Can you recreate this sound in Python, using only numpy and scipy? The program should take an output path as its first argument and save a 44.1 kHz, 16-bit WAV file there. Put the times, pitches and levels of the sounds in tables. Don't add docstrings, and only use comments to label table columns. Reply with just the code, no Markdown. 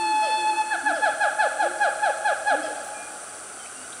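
import sys
import numpy as np
from scipy import signal
from scipy.fft import rfft, irfft
from scipy.io import wavfile

SR = 44100
rng = np.random.default_rng(int(sys.argv[2]) if len(sys.argv) > 2 else 0)


def to_wav(sig):
    pcm = np.clip(np.atleast_2d(sig), -1, 1) * 32767
    pcm = np.round(pcm).astype(np.int16)
    wavfile.write(sys.argv[1], SR, pcm.T)


N = 176400
TIME = np.arange(N) / SR
RELEASE_S = 0.0095


def from_db(db):
    return 10 ** (np.asarray(db) / 20)


def unit_rms(x):
    return x / np.sqrt(np.mean(x ** 2) + 1e-20)


def ramp(u):
    return np.sin(np.pi / 2 * np.clip(u, 0, 1)) ** 2


def phase_of(hz):
    return 2 * np.pi * np.cumsum(hz) / SR


def high_pass(x, hz):
    return signal.sosfilt(signal.butter(3, hz, "high", fs=SR, output="sos"), x + 1e-18)


def noise(gain_at):
    hz = np.maximum(np.fft.rfftfreq(N, 1 / SR), 1)
    return unit_rms(irfft(rfft(rng.standard_normal(N)) * gain_at(hz), N))


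def coloured(spectrum):
    hz, db = np.transpose(spectrum)
    return noise(lambda f: from_db(np.interp(np.log(f), np.log(hz), db)))


def drift(rate_hz):
    return noise(lambda f: 1 / (1 + (f / rate_hz) ** 2))


def glides(notes, edge_s, jitter):
    out = np.zeros(N)
    waver = 1 + jitter * drift(35)
    for start_s, length_s, from_hz, to_hz, db in notes:
        span = (TIME >= start_s) & (TIME < start_s + length_s)
        t = TIME[span] - start_s
        hz = (from_hz + (to_hz - from_hz) * t / length_s) * waver[span]
        envelope = ramp(t / edge_s) * ramp((length_s - t) / edge_s)
        out[span] += np.sqrt(2) * from_db(db) * envelope * np.sin(phase_of(hz))
    return out


def held_note():
    # (time [s], pitch [Hz], fundamental level [dB], overtone level [dB])
    contour = [(0, 877.3, -27, -35.5), (0.071, 863, -24.5, -34), (.19, 858, -23, -35),
               (.23, 857.4, -23, -34), (.28, 868.3, -28.5, -32.5), (.335, 865.7, -22, -31.5),
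               (.375, 872.2, -25.5, -34.5), (0.411, 861.5, -24.5, -29.5), (0.444, 855, -25.5, -37.5),
               (0.498, 870, -20.5, -30), (0.537, 840.8, -29.5, -44), (0.557, 851, -35, -39),
               (.587, 874.6, -20, -31.5), (0.614, 856.8, -21.5, -33), (.635, 854, -42, -46),
               (.69, 864, -35.5, -41), (.745, 862, -40, -36.5)]
    offsets_db = [-6, -1.5, -8.5, -8, -24.5, -27, -32]
    jitter, flicker_db = 0.0018, 1.5
    times_s, *columns = np.transpose(contour)
    hz, db, overtone_db = [np.interp(TIME, times_s, column) for column in columns]
    phase = phase_of(hz * (1 + jitter * drift(25)))
    overtones = sum(from_db(offset_db + flicker_db * drift(10)) * np.sin(k * phase)
                    for k, offset_db in enumerate(offsets_db, 2))
    tone = from_db(db) * np.sin(phase) + from_db(overtone_db) * overtones
    return np.sqrt(2) * tone * ramp((times_s[-1] - TIME) / RELEASE_S)


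def throat_booms():
    # (start [s], length [s], start pitch [Hz], end pitch [Hz], level [dB])
    notes = [(-.05, 0.18, 347, 339.3, -38.5), (.125, 0.082, 291, 297, -42), (.36, 0.13, 356.7, 329.3, -42),
             (.46, 0.136, 335, 345, -41), (.725, 0.077, 337, 333.3, -43), (.825, 0.124, 278, 312, -38),
             (1.605, 0.13, 315, 372, -41), (2.505, 0.12, 271, 319, -38.5), (3.72, 0.12, 249.7, 259, -55)]
    return glides(notes, edge_s=0.024, jitter=0.019)


def forest_background():
    # (frequency [Hz], relative density [dB])
    spectrum = [(25, -60), (55, -14), (110, -13.5), (190, -13), (260, -7), (380, -6), (550, -6.5),
                (760, -1), (980, -12.5), (1250, 0.5), (1520, 0.5), (1750, -11.5), (2500, -13),
                (3150, -14.5), (4000, -18), (5200, -20.5), (11000, -32.5), (13000, -39), (15500, -37)]
    return from_db(-42.5) * coloured(spectrum)


def cicadas():
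    # (frequency [Hz], relative density [dB])
    spectrum = [(4000, -38), (5200, -17.5), (5700, -9), (6200, -7.5), (6600, -14), (7200, -8), (7900, -1.5),
                (8500, -3), (9100, 0.5), (9800, -2), (10300, -13), (11200, -20.5), (12500, -32),
                (15500, -50)]
    tymbal_hz, depth = 121, 0.15
    beat = phase_of(tymbal_hz + 0.3 * drift(2))
    pulsing = 1 + depth * (np.cos(beat) + 0.21 * np.cos(2 * beat))
    return from_db(-41) * unit_rms(coloured(spectrum) * pulsing)


def cricket():
    centre_hz, half_width_hz, ticks_per_s = 4630, 150, 20
    ticks = 0.6 + ramp(np.sin(phase_of(ticks_per_s + drift(2.6))))
    band = noise(lambda f: 1 / (1 + ((f - centre_hz) / half_width_hz) ** 2))
    return from_db(-60) * unit_rms(ticks * band)


def katydid():
    # (start [s], length [s], level [dB])
    scrapes = [(.195, .022, -65), (2.83, .065, -61), (3.09, .06, -69)]
    centre_hz, half_width_hz, edge_s = 13900, 1400, 0.01
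    gate = sum(from_db(db) * ramp((TIME - start_s) / edge_s) * ramp((start_s + length_s - TIME) / edge_s)
               for start_s, length_s, db in scrapes)
    return gate * noise(lambda f: 1 / (1 + ((f - centre_hz) / half_width_hz) ** 4))


def hoots(calls, attack_s, scoop, fall_hz_per_s, fade_db_per_s, harmonics_db):
    # (frequency [Hz], gain [dB])
    throat = [(1000, -17.5), (1180, -8), (1350, -1), (1700, -1.5), (1900, -4), (2300, -6.5), (2580, 0),
              (2900, -5), (3400, 0), (3800, -6), (4250, -1.5)]
    bend_s, bloom_s, darken_db_per_s = 0.0039, 0.015, 80
    dip_hz, dip_width_hz, dip_db = 785, 20, -11
    waver = 1 + 0.005 * drift(84)
    rasp_rad = 0.06 * drift(227)
    out = np.zeros(N)
    for start_s, top_hz, hold_s, fall_s, db, octave_db, treble_db in calls:
        end_s = hold_s + fall_s + RELEASE_S
        span = (TIME >= start_s - attack_s / 2) & (TIME < start_s + end_s)
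        t = TIME[span] - start_s
        falling_s = bend_s * np.logaddexp(0, (t - hold_s) / bend_s)
        hz = top_hz * (1 - scoop * (1 - ramp(t / attack_s))) - fall_hz_per_s * falling_s
        phase = phase_of(hz * waver[span]) + rasp_rad[span] * ramp(2 * falling_s / fall_s)
        dip = np.exp(-((hz - dip_hz) / dip_width_hz) ** 2)
        tone = from_db(harmonics_db[0] + dip_db * dip) * np.sin(phase)
        for k, harmonic_db in enumerate(harmonics_db[1:], 2):
            boost = from_db(octave_db) if k == 2 else from_db(treble_db) * ramp(t / bloom_s)
            throat_db = np.interp(k * hz, *np.transpose(throat))
            tone += boost * from_db(harmonic_db + throat_db - darken_db_per_s * falling_s) * np.sin(k * phase)
        envelope = ramp((t / attack_s + 0.5) / 1.8) * ramp((end_s - t) / RELEASE_S)
        out[span] += np.sqrt(2) * from_db(db - fade_db_per_s * falling_s) * envelope * tone
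    return high_pass(out, 396)


def low_hoots():
    # (start [s], top pitch [Hz], hold [s], fall [s], level [dB], octave boost [dB], treble boost [dB])
    calls = [(.220, 665, .028, 0.054, -31, 0, 2.5), (.925, 680, .028, 0.055, -30.5, -1, -2),
             (2.617, 664, 0.033, 0.062, -33.5, 0, 2.5)]
    # (attack [s], scoop [fraction of pitch], fall [Hz/s], fade [dB/s], harmonics 1-8 [dB])
    voice = dict(attack_s=.018, scoop=0.0234, fall_hz_per_s=3400, fade_db_per_s=110, harmonics_db=[1.5, -8, -19, -18.5, -13, -26, -21, -18.5])
    return hoots(calls, **voice)


def high_hoots():
    # (start [s], top pitch [Hz], hold [s], fall [s], level [dB], octave boost [dB], treble boost [dB])
    calls = [(.703, 873.7, .020, 0.033, -22.5, 4, 1), (.850, 855.3, .030, 0.039, -20, 2, -0.5),
             (1.017, 862.5, 0.024, 0.049, -17.5, 0.5, 0.5), (1.199, 845.4, .023, 0.05, -18.5, 2.5, 1),
             (1.383, 857.3, 0.025, 0.0613, -17.5, 0, 0.5), (1.590, 851, 0.02, 0.058, -17, -3, -2),
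             (1.803, 843, .026, 0.054, -17, 0.5, -1), (2.021, 853, 0.023, 0.058, -17, -2, -1.5),
             (2.243, 846.3, 0.027, 0.055, -18, 0, -0.5), (2.461, 844.2, 0.03, 0.059, -16.5, -1.5, -1.5)]
    # (attack [s], scoop [fraction of pitch], fall [Hz/s], fade [dB/s], harmonics 1-8 [dB])
    voice = dict(attack_s=.018, scoop=0.03063, fall_hz_per_s=5400, fade_db_per_s=100, harmonics_db=[-2, -3.5, -17.5, -21.5, -20.5, -32, -34, -42])
    return hoots(calls, **voice)


def bird_whistles():
    # (start [s], length [s], start pitch [Hz], end pitch [Hz], level [dB])
    notes = [(2.94, .14, 2415, 2420, -49), (3.585, 0.082, 3175, 3030, -52.5),
             (3.648, 0.023, 1820, 2900, -45), (3.74, 0.123, 2720, 2960, -57),
             (3.92, 0.02, 2900, 4500, -44.5)]
    return glides(notes, edge_s=0.0084, jitter=0.0055)


def through_leaves(x, treble_db):
    edge_hz, transition_hz = 1800, 1200
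    shelf = ramp((np.fft.rfftfreq(N, 1 / SR) - edge_hz) / transition_hz)
    return irfft(rfft(x) * from_db(treble_db * shelf), N)


def reflections(t60_s, build_s):
    envelope = np.exp(-np.log(1000) * TIME / t60_s) * ramp(TIME / build_s)
    return unit_rms(rng.standard_normal(N) * envelope) / np.sqrt(N)


def trees(x):
    # (delay [s], level [dB], low cut [Hz])
    trunk_echo = (.062, -6, 1150)
    weak_echoes = [(.013, -20.5, 424), (.105, -18, 450)]
    near = from_db(-9.5) * reflections(t60_s=1, build_s=0.016)
    far = from_db(-6.5) * reflections(t60_s=2.63, build_s=0.016)
    leaves = from_db(-2) * high_pass(reflections(t60_s=0.13, build_s=0.009), 2220)
    response = near + far + leaves
    for delay_s, db, low_cut_hz in [trunk_echo] + weak_echoes:
        echo = high_pass(signal.unit_impulse(N, int(delay_s * SR)), low_cut_hz)
        response += from_db(db) * through_leaves(echo, treble_db=-7)
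    return signal.fftconvolve(x, response)[:N]


def scene():
    held, booms = held_note(), throat_booms()
    hooting = high_hoots() + low_hoots()
    birds = bird_whistles()
    direct = held + booms + birds + through_leaves(hooting, treble_db=-3)
    wet = trees(hooting + from_db(-5) * held + from_db(-1) * booms + from_db(-4.5) * birds)
    return (direct + wet + cicadas() + cricket() + katydid() + forest_background())[None]


def record(dry):
    cutoff_hz = 15750
    return signal.sosfilt(signal.ellip(10, 0.1, 80, cutoff_hz, fs=SR, output="sos"), dry)


dry = scene()
out = record(dry)
to_wav(out)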